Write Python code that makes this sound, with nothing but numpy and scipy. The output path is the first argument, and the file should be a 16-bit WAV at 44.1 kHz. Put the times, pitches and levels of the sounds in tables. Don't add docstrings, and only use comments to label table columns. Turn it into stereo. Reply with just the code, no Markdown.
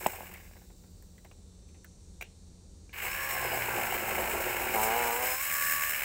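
import sys
import numpy as np
from scipy import signal
from scipy.fft import rfft, irfft, next_fast_len
from scipy.io import wavfile
from scipy.ndimage import uniform_filter1d

SR = 44100
rng = np.random.default_rng(int(sys.argv[2]) if len(sys.argv) > 2 else 0)


def master(y):
    cut = np.clip(np.atleast_2d(y).T, -1, 1)
    pcm = np.round(cut * 32767)
    wavfile.write(sys.argv[1], SR, pcm.astype(np.int16))


N = 266364
TIME = np.arange(N) / SR


def from_db(db):
    return 10 ** (np.asarray(db) / 20)


def rms_one(x):
    return x / np.sqrt(np.mean(x ** 2) + 1e-20)


def in_time(rows):
    s, *columns = np.transpose(rows)
    return [np.interp(TIME, s, column) for column in columns]


def between(start_s, end_s, fade_s):
    return np.clip(np.minimum(TIME - start_s, end_s - TIME) / fade_s + .5, 0, 1)


def drift(rate_hz):
    pole = np.exp(-80 * np.pi * rate_hz / SR)
    noise = rng.standard_normal(N // 40 + 2002)
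    slow = signal.lfilter([1], [1, -2 * pole, pole * pole], noise)[2000:]
    return np.interp(np.arange(N) / 40, np.arange(len(slow)), rms_one(slow))


def coloured(x, spectrum):
    size = 2 * next_fast_len(N // 2 + 4096)
    hz, db = np.transpose(spectrum)
    grid_hz = np.maximum(np.arange(size // 2 + 1) * SR / size, 1)
    gain_db = np.interp(np.log(grid_hz), np.log(np.maximum(hz, 1)), db)
    cepstrum = irfft(np.log(from_db(gain_db)))
    cepstrum[1:size // 2] *= 2
    cepstrum[size // 2 + 1:] = 0
    return irfft(rfft(x, size) * np.exp(rfft(cepstrum)))[..., :N]


def noise_pair(alike):
    alike = np.clip(alike, -1, 1)
    mid, side = rng.standard_normal((2, N))
    return np.sqrt((1 + alike) / 2) * mid + np.sqrt((1 - alike) / 2) * side * [[1], [-1]]


def clicks(seconds, sizes):
    out = np.zeros(N)
    index = np.round(np.asarray(seconds) * SR).astype(int)
    np.add.at(out, np.clip(index, 0, N - 1), sizes)
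    return out


def strikes(turns, jitter, spread_db):
    count = np.arange(1, int(turns[-1]))
    late, strength = rng.standard_normal((8000, 2))[:len(count)].T
    return clicks(np.interp(count + jitter * late, turns, TIME), from_db(spread_db * strength))


def dying(x, t60_s):
    return signal.lfilter([1], [1, -from_db(-60 / (t60_s * SR))], x + 1e-18)


def resonance(hz, centre_hz, width_hz):
    return 1 / np.hypot(1, 2 * (hz - centre_hz) / width_hz)


# pitch_hz, gain_db
LEFT_BALANCE = [(60, -2), (110, -5), (200, -13.5), (380, -3), (700, 2), (1290, -3), (2380, 0.5),
                (4400, 0.5), (8120, -8.5), (15000, 3.5)]
LEFT_LAG_S = .00006


def placed(pair):
    left = coloured(np.interp(TIME - LEFT_LAG_S, TIME, pair[0]), LEFT_BALANCE)
    return np.array([left, pair[1]])


def sounding(shaking, spectrum):
    pair = placed(coloured(shaking, spectrum))
    return pair / np.sqrt(np.mean(pair.mean(axis=0) ** 2))


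# pitch_hz, density_db
AIR_SPECTRUM = [(12, -46), (20, -17), (37, -4), (87, -6.5), (150, -20), (182, -9), (250, -22.5), (344, -22),
                (473, -23.5), (611, -31.5), (1690, -44), (3200, -43.5), (4160, -83), (7040, -120)]
AIR_DB = -52.5


def low_air():
    return from_db(AIR_DB) * rms_one(coloured(noise_pair(0.26), AIR_SPECTRUM))


# pitch_hz, level_db
IDLE_TONES = [(48.4, -60), (80.7, -57), (177.6, -65)]


def far_engine():
    apart_rad = np.array([[0], [1.2]])
    out = 0
    for hz, db in IDLE_TONES:
        phase = 2 * np.pi * hz * TIME + 0.17 * drift(1.8) + apart_rad
        out = out + from_db(db + 0.28 * drift(4.7)) * np.sqrt(2) * np.sin(phase)
    return out


# pitch_hz, density_db
INSECT_SPECTRUM = [(1760, -57), (3000, -28), (3650, -12.5), (4540, -12.5), (5140, -14.5), (5600, -10),
                   (6950, -12.5), (7510, -8.5), (9140, -14.5), (10300, -19.5), (12000, -25), (16000, -30)]
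INSECT_DB = -66.7


def insects():
    level_db = INSECT_DB + 0.39 * drift(22) + .5 * drift(1.7)
    return from_db(level_db) * rms_one(coloured(noise_pair(0.062), INSECT_SPECTRUM))


SHIMMER_DB, SHIMMER_TONES, SHIMMER_TURN_S = -65, 90, 1.3


def shimmer():
    size = next_fast_len(N)
    hz = np.arange(size // 2 + 1) * SR / size
    out, pair = 0, rfft(noise_pair(0), size)
    for s in np.arange(0, N / SR + SHIMMER_TURN_S, SHIMMER_TURN_S):
        scatter, strength = rng.standard_normal((2, SHIMMER_TONES))
        pitches_hz = np.linspace(3500, 9300, SHIMMER_TONES) + 22 * scatter
        lines = np.zeros(len(hz))
        lines[np.searchsorted(hz, pitches_hz)] = from_db(3.5 * np.clip(strength, -2, 2))
        lines = uniform_filter1d(lines, size=13)
        fade = np.cos(np.pi / 2 * np.clip((TIME - s) / SHIMMER_TURN_S, -1, 1))
        out = out + fade * rms_one(irfft(pair * lines, size)[:, :N])
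    return from_db(SHIMMER_DB) * rms_one(coloured(out, INSECT_SPECTRUM))


def outdoors():
    easing = from_db(np.interp(TIME, [5.1, 5.5], [0, -4]))
    low = easing * (low_air() + far_engine()) * from_db([[1.5], [-1.2]])
    return low + insects() + shimmer()


# start_level_db, speed_power
COAST_LAWS = [(-43.5, 2.23), (-47, 1.1), (-44, 2.4)]
COAST_S, COAST_CUTTERS_PER_S = .82, 122


def coasting():
    speed = np.clip(1 - TIME / COAST_S, 1e-4, 1)
    wood_db, rattle_db, hiss_db = [db + power * 20 * np.log10(speed) for db, power in COAST_LAWS]
    return COAST_CUTTERS_PER_S * speed, wood_db, rattle_db, hiss_db


CUTTERS_PER_REV, FLUTTER_DB = 3.5, 2.2


def flutter(turns):
    sprocket = 2 * np.pi * turns / CUTTERS_PER_REV
    return np.sin(2 * sprocket) + .6 * np.sin(3 * sprocket)


# pitch_hz, density_db
HOUSING_SPECTRUM = [(200, -20), (700, -19.5), (1100, -6), (1270, -10.5), (1650, 0.5), (1900, -5),
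                    (2150, 1.5), (2400, -1.5), (2900, -4.5), (3400, -20), (4400, -16), (7000, -24.5),
                    (16000, -69)]
# pitch_hz, density_db
STEEL_SPECTRUM = [(1500, -18.5), (3500, -18), (4150, -13), (4600, -28), (5000, -6), (5450, -4), (5850, -14),
                  (6600, -2), (7300, -2), (7800, 3.5), (8900, -4.5), (10100, -3), (11300, -8), (13000, 0.5),
                  (15500, 0.5), (17000, -5.5)]
LINK_T60_S, SWING_DB = .028, 1.3
RATTLE_TRIM_DB, HISS_TRIM_DB = -2.0, 0.2


def chain(turns, rattle_db, hiss_db):
    links = strikes(4 * turns, jitter=.08, spread_db=3)
    slaps = rms_one(dying(links, LINK_T60_S))
    fast = np.interp(np.gradient(turns) * SR, (136, 140), [0, 1])
    swing_db = SWING_DB * (-1.5 - fast) * np.sin(np.pi * turns)
    swing = from_db(swing_db + FLUTTER_DB * fast * flutter(turns))
    rattling = slaps * swing * from_db(0.28 * drift(35.2)) * noise_pair(0.87)
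    hissing = (slaps + 1.78) * np.sqrt(swing) * from_db(1.1 * drift(16)) * noise_pair(0.46)
    rattle = from_db(rattle_db + RATTLE_TRIM_DB) * sounding(rattling, HOUSING_SPECTRUM)
    return rattle + from_db(hiss_db + HISS_TRIM_DB) * sounding(hissing, STEEL_SPECTRUM)


# pitch_hz, density_db
LOG_SPECTRUM = [(60, -15), (150, -13), (260, -24), (360, 4), (430, -6), (520, 0.5), (620, -4.5), (800, 0),
                (950, -2.5), (1200, -11.5), (1600, -13), (4000, -62)]
# pitch_hz, gain_db
CHOP_SPECTRUM = [(100, -18), (230, -12.5), (350, -18.5), (480, 10), (580, -3.5), (700, 5.5), (820, 12.5),
                 (885, 4), (955, 8), (1100, -2.5), (1250, 2.5), (1500, -9), (4000, -72)]
WOOD_TRIM_DB, GROWL_REL_DB, GROWL_WAVER_DB = -4.0, 3.5, 2


def kerf(turns, wood_db, even):
    even = np.clip(even, 0, 1)
    angle = 2 * np.pi * turns + .05 * drift(25)
    chops = 0
    for k in range(1, 14):
        chops = chops + from_db(GROWL_WAVER_DB * drift(9)) * np.cos(k * angle + .2 * drift(15))
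    tears = dying(strikes(turns, jitter=0.18, spread_db=1.2), t60_s=0.038) * noise_pair(0.97)
    tears = tears * from_db(1.4 * np.sin(np.pi * turns))
    growl = from_db(GROWL_REL_DB) * even * sounding(np.array([chops, chops]), CHOP_SPECTRUM)
    tearing = (1 - even) ** .75 * sounding(tears, LOG_SPECTRUM)
    return from_db(wood_db + WOOD_TRIM_DB) * (growl + tearing)


# start_s, ring_hz, ring_db, wood_db, snap_db, t60_s
CRACK_EVENTS = [(0.061, 2650, -26, -23, -43, 0.03), (0.0667, 2170, -32, -31, -19, 0.022),
                (0.133, 2190, -48, -42.5, -54, 0.14), (0.339, 2100, -45, -66, -36, 0.2),
                (0.463, 2230, -55, -66, -60, .06), (0.565, 1690, -54, -51, -66, 0.068),
                (0.616, 1690, -59.5, -55.5, -68, 0.089), (0.701, 2200, -66, -53.5, -73, 0.074),
                (0.836, 1600, -60, -60, -75, 0.11), (1.024, 1720, -61, -59, -49, 0.066),
                (1.18, 1900, -55, -60, -55, 0.06), (1.247, 2100, -53, -49.5, -50, 0.08),
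                (1.313, 2520, -50.5, -42.5, -61, 0.032), (1.686, 2470, -61, -74, -65, .06),
                (1.744, 2300, -62, -63, -73, 0.14), (1.845, 1570, -47, -57, -43.5, 0.056),
                (2.2109, 2330, -35, -39, -45, 0.016), (2.215, 2500, -43, -51, -40, 0.02),
                (2.226, 2400, -38.5, -47, -40, 0.033), (2.24, 2600, -55.5, -63, -66, 0.25),
                (2.93, 2660, -43, -54, -51, 0.038)]
SNAP_T60_S = 0.023


def cracks():
    grain, out, wood = noise_pair(0.37), 0, 0
    for s, hz, ring_db, wood_db, _, t60_s in CRACK_EVENTS:
        burst = dying(clicks([s], 0.88), t60_s) * grain
        b, a = signal.iirpeak(hz, 4.5, fs=SR)
        out = out + from_db(ring_db) * signal.lfilter(b, a, burst) / np.sqrt(b[0])
        wood = wood + from_db(wood_db) * burst
    s, _, _, _, snap_db, _ = np.transpose(CRACK_EVENTS)
    snap = dying(clicks(s, from_db(snap_db)), SNAP_T60_S) * grain
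    for bursts, spectrum in ((wood, LOG_SPECTRUM), (snap, STEEL_SPECTRUM)):
        out = out + coloured(bursts, spectrum) / np.std(coloured(grain[0], spectrum))
    return placed(out)


# start_s, peak_db
THUMP_EVENTS = [(0.0628, -12.5), (0.0675, -24), (0.134, -39), (0.2068, -30), (0.231, -40), (0.511, -48),
                (0.557, -50)]


def thuds(rows, low_hz, high_hz):
    s, db = np.transpose(rows)
    body = signal.butter(2, [low_hz, high_hz], "band", fs=SR, output="sos")
    height = np.abs(signal.sosfilt(body, signal.unit_impulse(2000))).max()
    return signal.sosfilt(body, clicks(s, from_db(db)) + 1e-18) / height


def landing():
    upper = thuds(THUMP_EVENTS, low_hz=534, high_hz=916)
    return upper + from_db(-13.0) * thuds(THUMP_EVENTS, low_hz=150, high_hz=383)


# time_s, level_db
RUSTLE_LEVEL = [(0.36, -80), (0.46, -64), (0.64, -65), (0.72, -70), (1.0, -72.5), (1.3, -76), (1.7, -100)]


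def needles():
    level_db = in_time(RUSTLE_LEVEL)[0] + 1.5 * drift(40)
    return from_db(level_db) * sounding(noise_pair(0.26), STEEL_SPECTRUM)


# start_s, drive_db
KNOCK_EVENTS = [(2.2109, -33), (2.2234, -32.5), (2.894, -51.5)]
# pitch_hz, relative_db, t60_s
KNOCK_MODES = [(760, -15, 0.028), (1600, -16, 0.049), (2380, 3, 0.018), (2740, -12, 0.062),
               (3900, -14.5, 0.039), (5850, -2, 0.022), (6850, -5, 0.024), (8700, -13, 0.022)]


def knocks():
    s, drive_db = np.transpose(KNOCK_EVENTS)
    t, ring = TIME[:SR], 0
    for hz, db, t60_s in KNOCK_MODES:
        ring = ring + from_db(db - 60 * t / t60_s) * np.sin(2 * np.pi * hz * t)
    out = signal.fftconvolve(clicks(s, from_db(drive_db)), ring)[:N]
    return placed([out, out])


# start_s, length_s, extra_db
DIG_EVENTS = [(3.019, 0.053, 9), (3.431, 0.029, 3), (3.514, 0.066, 2.5), (3.674, 0.025, 3.5),
              (3.732, 0.13, 3), (3.914, 0.039, 5), (4.079, 0.12, 3), (4.179, 0.074, 4.5), (4.27, 0.15, 3),
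              (4.458, 0.056, 2), (4.586, 0.15, 2), (5.034, 0.052, 0.5), (5.22, 0.025, 5)]
DIG_ATTACK_S, DIG_RELEASE_S = 0.0087, 0.023


def digging():
    out = 0
    for s, length_s, db in DIG_EVENTS:
        attack = (TIME - s) / DIG_ATTACK_S
        release = (s + length_s - TIME) / DIG_RELEASE_S + 1
        out = out + db * np.clip(np.minimum(attack, release), 0, 1)
    return out


# time_s, level_db
BUZZ_LEVEL = [(2.98, -60), (3.15, -44.5), (3.4, -41.5), (3.7, -40), (4.1, -48.5), (5.1, -44), (5.42, -59),
              (5.55, -40), (5.66, -33.5), (5.86, -37.5), (5.95, -42), (6.04, -55)]
# cutter_rate_multiple, level_db
CHAIN_TONES = [(4, -55), (4.55, -58), (8.571, -48), (10.17, -52), (12, -47), (12.571, -47)]
# pitch_hz, level_db, start_s, end_s
SQUEAL_TONES = [(1431, -43.5, 4.97, 5.11), (2513, -50.5, 4.5, 4.7), (2945, -49, 4.85, 5.12)]
BAR_RING_HZ, BAR_RING_WIDTH_HZ, SQUEAL_FADE_S = 1717, 310, 0.057
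BUZZ_TRIM_DB, TONES_TRIM_DB, TONES_DB_PER_BUZZ_DB = -2.5, -1, 0.16


def bar(angle, rate):
    buzz_db, = in_time(BUZZ_LEVEL)
    orders = np.arange(36, 50) / CUTTERS_PER_REV
    gains = np.array([resonance(order * rate, BAR_RING_HZ, BAR_RING_WIDTH_HZ) ** 3 for order in orders])
    comb, tones, squeal = 0, 0, 0
    for order, gain in zip(orders, gains):
        comb = comb + gain * np.sin(order * angle + 2 * np.pi * rng.random() + .75 * drift(14))
    comb = comb / np.sqrt(np.sum(gains ** 2, axis=0) + 0.26)
    buzz = from_db(buzz_db + FLUTTER_DB * flutter(angle / (2 * np.pi)) + BUZZ_TRIM_DB) * comb
    for order, db in CHAIN_TONES:
        tones = tones + from_db(db + drift(10)) * np.sin(order * angle + .25 * drift(12))
    tones = tones * from_db(TONES_TRIM_DB + TONES_DB_PER_BUZZ_DB * (buzz_db - buzz_db.max()))
    for hz, db, start_s, end_s in SQUEAL_TONES:
        tone = np.sin(2 * np.pi * hz * TIME + 0.64 * drift(31))
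        squeal = squeal + from_db(db) * between(start_s, end_s, SQUEAL_FADE_S) * tone
    return buzz + tones + squeal


KERF_SPAN = [3.64, 4.7]
# time_s, level_db
WHINE_LEVEL = [(3.0, -56), (3.2, -47), (3.42, -43.5), (3.6, -73), (5.33, -46), (5.4, -43.5), (5.5, -49.5),
               (5.55, -40.5), (5.7, -39.5), (5.81, -39), (5.88, -45), (5.95, -71)]
# start_s, end_s, level_db
GEAR_WHINES = [(3.07, 3.56, -41.5), (5.24, 5.42, -41)]
GEAR_FADE_S, GEAR_TRIM_DB = 0.059, -3
SHAKE_HZ, SHAKE_WIDTH_HZ, SHAKE_REL_DB, SHAKE_FADE_DB = 118, 25, -4.5, 58
OCTAVE_HZ, OCTAVE_WIDTH_HZ, OCTAVE_REL_DB = 214, 50, -12.5


def motor_tones(turns, rate, feed_db):
    angle = 2 * np.pi * turns
    apart_rad = np.array([[0], [2.2]])
    depth = np.interp(TIME, KERF_SPAN, [0, 1])
    shake_db = feed_db + SHAKE_REL_DB - SHAKE_FADE_DB * depth ** 2 + 2.0 * drift(10)
    shake = from_db(shake_db) * resonance(rate, SHAKE_HZ, SHAKE_WIDTH_HZ) * np.sin(angle + apart_rad)
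    octave = from_db(feed_db + OCTAVE_REL_DB + 0.4 * drift(26)) * np.sin(2 * angle + apart_rad)
    octave = octave * resonance(2 * rate, OCTAVE_HZ, OCTAVE_WIDTH_HZ)
    whine_db = in_time(WHINE_LEVEL)[0] + 1.5 * drift(20)
    sprocket = from_db(whine_db) * np.sin(8 * angle + .32 * drift(28))
    gear = sum(from_db(db) * between(start_s, end_s, GEAR_FADE_S) for start_s, end_s, db in GEAR_WHINES)
    gear = gear * from_db(2.2 * drift(25) + GEAR_TRIM_DB) * np.sin(40.4 * angle + .7 * drift(45))
    high = sprocket + gear + bar(angle, rate)
    return np.sqrt(2) * (shake + octave + placed([high, high]))


# time_s, cutters_per_s
SPEED_CURVE = [(2.93, 80), (3.0, 112), (3.08, 127), (3.18, 136.6), (3.32, 135.5), (3.48, 126.5),
               (3.6, 118.5), (3.81, 111.5), (4.0, 107), (4.2, 108), (4.62, 113.5), (4.74, 113),
               (4.79, 107.3), (4.84, 110), (4.89, 111), (4.944, 117), (4.996, 120.9), (5.035, 118.4),
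               (5.13, 117.6), (5.185, 122.8), (5.276, 127.4), (5.35, 127.4), (5.42, 138.5), (5.5, 141),
               (5.7, 141.8), (6.04, 141)]
# time_s, wood_db, even_share
FEED_CURVE = [(2.95, -51.5, 0.4), (3.27, -45.5, 0.58), (3.45, -39.5, 0.04), (4.0, -37, 0.22),
              (4.71, -37, 0.02), (4.77, -28.5, 0.73), (5.06, -32.5, 0.67), (5.33, -38, 0.67),
              (5.38, -54, 0.7), (5.7, -73, 0.25), (5.89, -61, 0.3), (6.04, -46, 0.8)]
# time_s, level_db
HISS_LEVEL = [(2.93, -48), (3.04, -43), (3.45, -39.5), (4.68, -39), (4.79, -34), (4.98, -37), (5.08, -34),
              (5.17, -36.5), (5.26, -33.5), (5.37, -37), (5.63, -32.5), (5.88, -33.5), (6.04, -40.5)]
# pitch_hz, density_db
GROUND_SPECTRUM = [(30, -15), (65, 13), (120, -4), (220, 1.5), (350, 1), (500, 1), (1000, -59)]
START_S, SPIN_UP_S, TONES_LATE_S, TONES_RISE_S = 2.925, 0.02, 0.08, 0.086
FREE_RATTLE_DB, LOADED_EXTRA_DB = -39.5, 5.5
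HISS_DB_PER_DIG_DB, RUMBLE_REL_DB = 0.33, -5.5
SLACK_S, SLACK_DB = 0.031, -71


def saw():
    feed_db, even = in_time(FEED_CURVE)
    even, dig_db = np.clip(even, 0, 1), digging()
    cut_db = feed_db + dig_db
    clatter_db = FREE_RATTLE_DB + LOADED_EXTRA_DB * np.interp(cut_db, [-50, -25.5], [0, 1])
    powered_hiss_db = in_time(HISS_LEVEL)[0] + HISS_DB_PER_DIG_DB * dig_db
    powered = [in_time(SPEED_CURVE)[0], cut_db, clatter_db, powered_hiss_db]
    rate, wood_db, rattle_db, hiss_db = np.where(TIME > START_S, powered, coasting())
    turns = np.cumsum(rate) / SR
    running = 1 - np.exp(-np.maximum(TIME - START_S, 0) / SPIN_UP_S)
    up_to_speed = np.clip((TIME - START_S - TONES_LATE_S) / TONES_RISE_S, 0, 1)
    moving = chain(turns, rattle_db, hiss_db) + kerf(turns, wood_db, running * even)
    moving = np.where(TIME > START_S, running, 1) * moving
    rumble = rms_one(coloured(noise_pair(-0.65), GROUND_SPECTRUM))
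    rumble = from_db(cut_db + RUMBLE_REL_DB) * (1 - even) * rumble
    slack = from_db(SLACK_DB) * (abs(TIME - START_S) < SLACK_S) * sounding(noise_pair(0.82), HOUSING_SPECTRUM)
    tones = up_to_speed * motor_tones(turns, rate, feed_db)
    return moving + slack + tones + running * rumble


# start_s, peak_db, wood_pitch_hz
SNAG_EVENTS = [(3.348, -32, 796), (3.364, -34, 745), (3.425, -31, 750), (3.447, -27.5, 470),
               (3.481, -43, 790), (3.528, -33, 740), (3.545, -31.5, 770), (3.571, -30.5, 720),
               (3.588, -36, 740), (3.684, -35, 817), (3.735, -33, 786), (3.756, -33, 410),
               (3.777, -29, 800), (3.797, -32, 810), (3.823, -29.5, 786), (3.923, -27, 760),
               (3.949, -36, 422), (3.951, -39, 790), (4.074, -39, 450), (4.079, -27.5, 786),
               (4.097, -46, 830), (4.207, -32, 784), (4.224, -43, 890), (4.273, -35, 760),
               (4.319, -53, 855), (4.336, -30, 404), (4.403, -29, 490), (4.474, -37, 473),
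               (4.565, -34, 750), (4.574, -34, 860)]
SNAG_RISE_S, SPLINTER_REL_DB = .0023, -11


def snags():
    rings, swells = 0, 0
    for s, db, hz in SNAG_EVENTS:
        age_s = np.clip(TIME - s, 0, 20 * SNAG_RISE_S)
        swell = from_db(db) * age_s / SNAG_RISE_S * np.exp(1 - age_s / SNAG_RISE_S)
        rings = rings + swell * np.sin(2 * np.pi * hz * age_s)
        swells = swells + swell
    splinters = from_db(SPLINTER_REL_DB) * swells * sounding(noise_pair(0.93), LOG_SPECTRUM)
    return placed([rings, rings]) + splinters


def trees(x, t60_s, wet_db):
    t = TIME[:SR]
    scatter = signal.lfilter([1], [1, -.6], rng.standard_normal((2, SR)))
    scatter = scatter * from_db(-60 * t / t60_s) * (t > .012)
    scatter /= np.sqrt(np.sum(scatter ** 2, axis=1, keepdims=True))
    return from_db(wet_db) * signal.fftconvolve(x, scatter, axes=1)[:, :N]


def scene():
    near = saw() + cracks() + landing() + needles() + knocks() + snags()
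    return near + trees(near, t60_s=0.054, wet_db=-19.5) + outdoors()


CUTOFF_HZ = 15750


def record(dry):
    low_pass = signal.ellip(12, .2, 80, CUTOFF_HZ, fs=SR, output="sos")
    return signal.sosfilt(low_pass, dry)


dry = scene()
out = record(dry)
master(out)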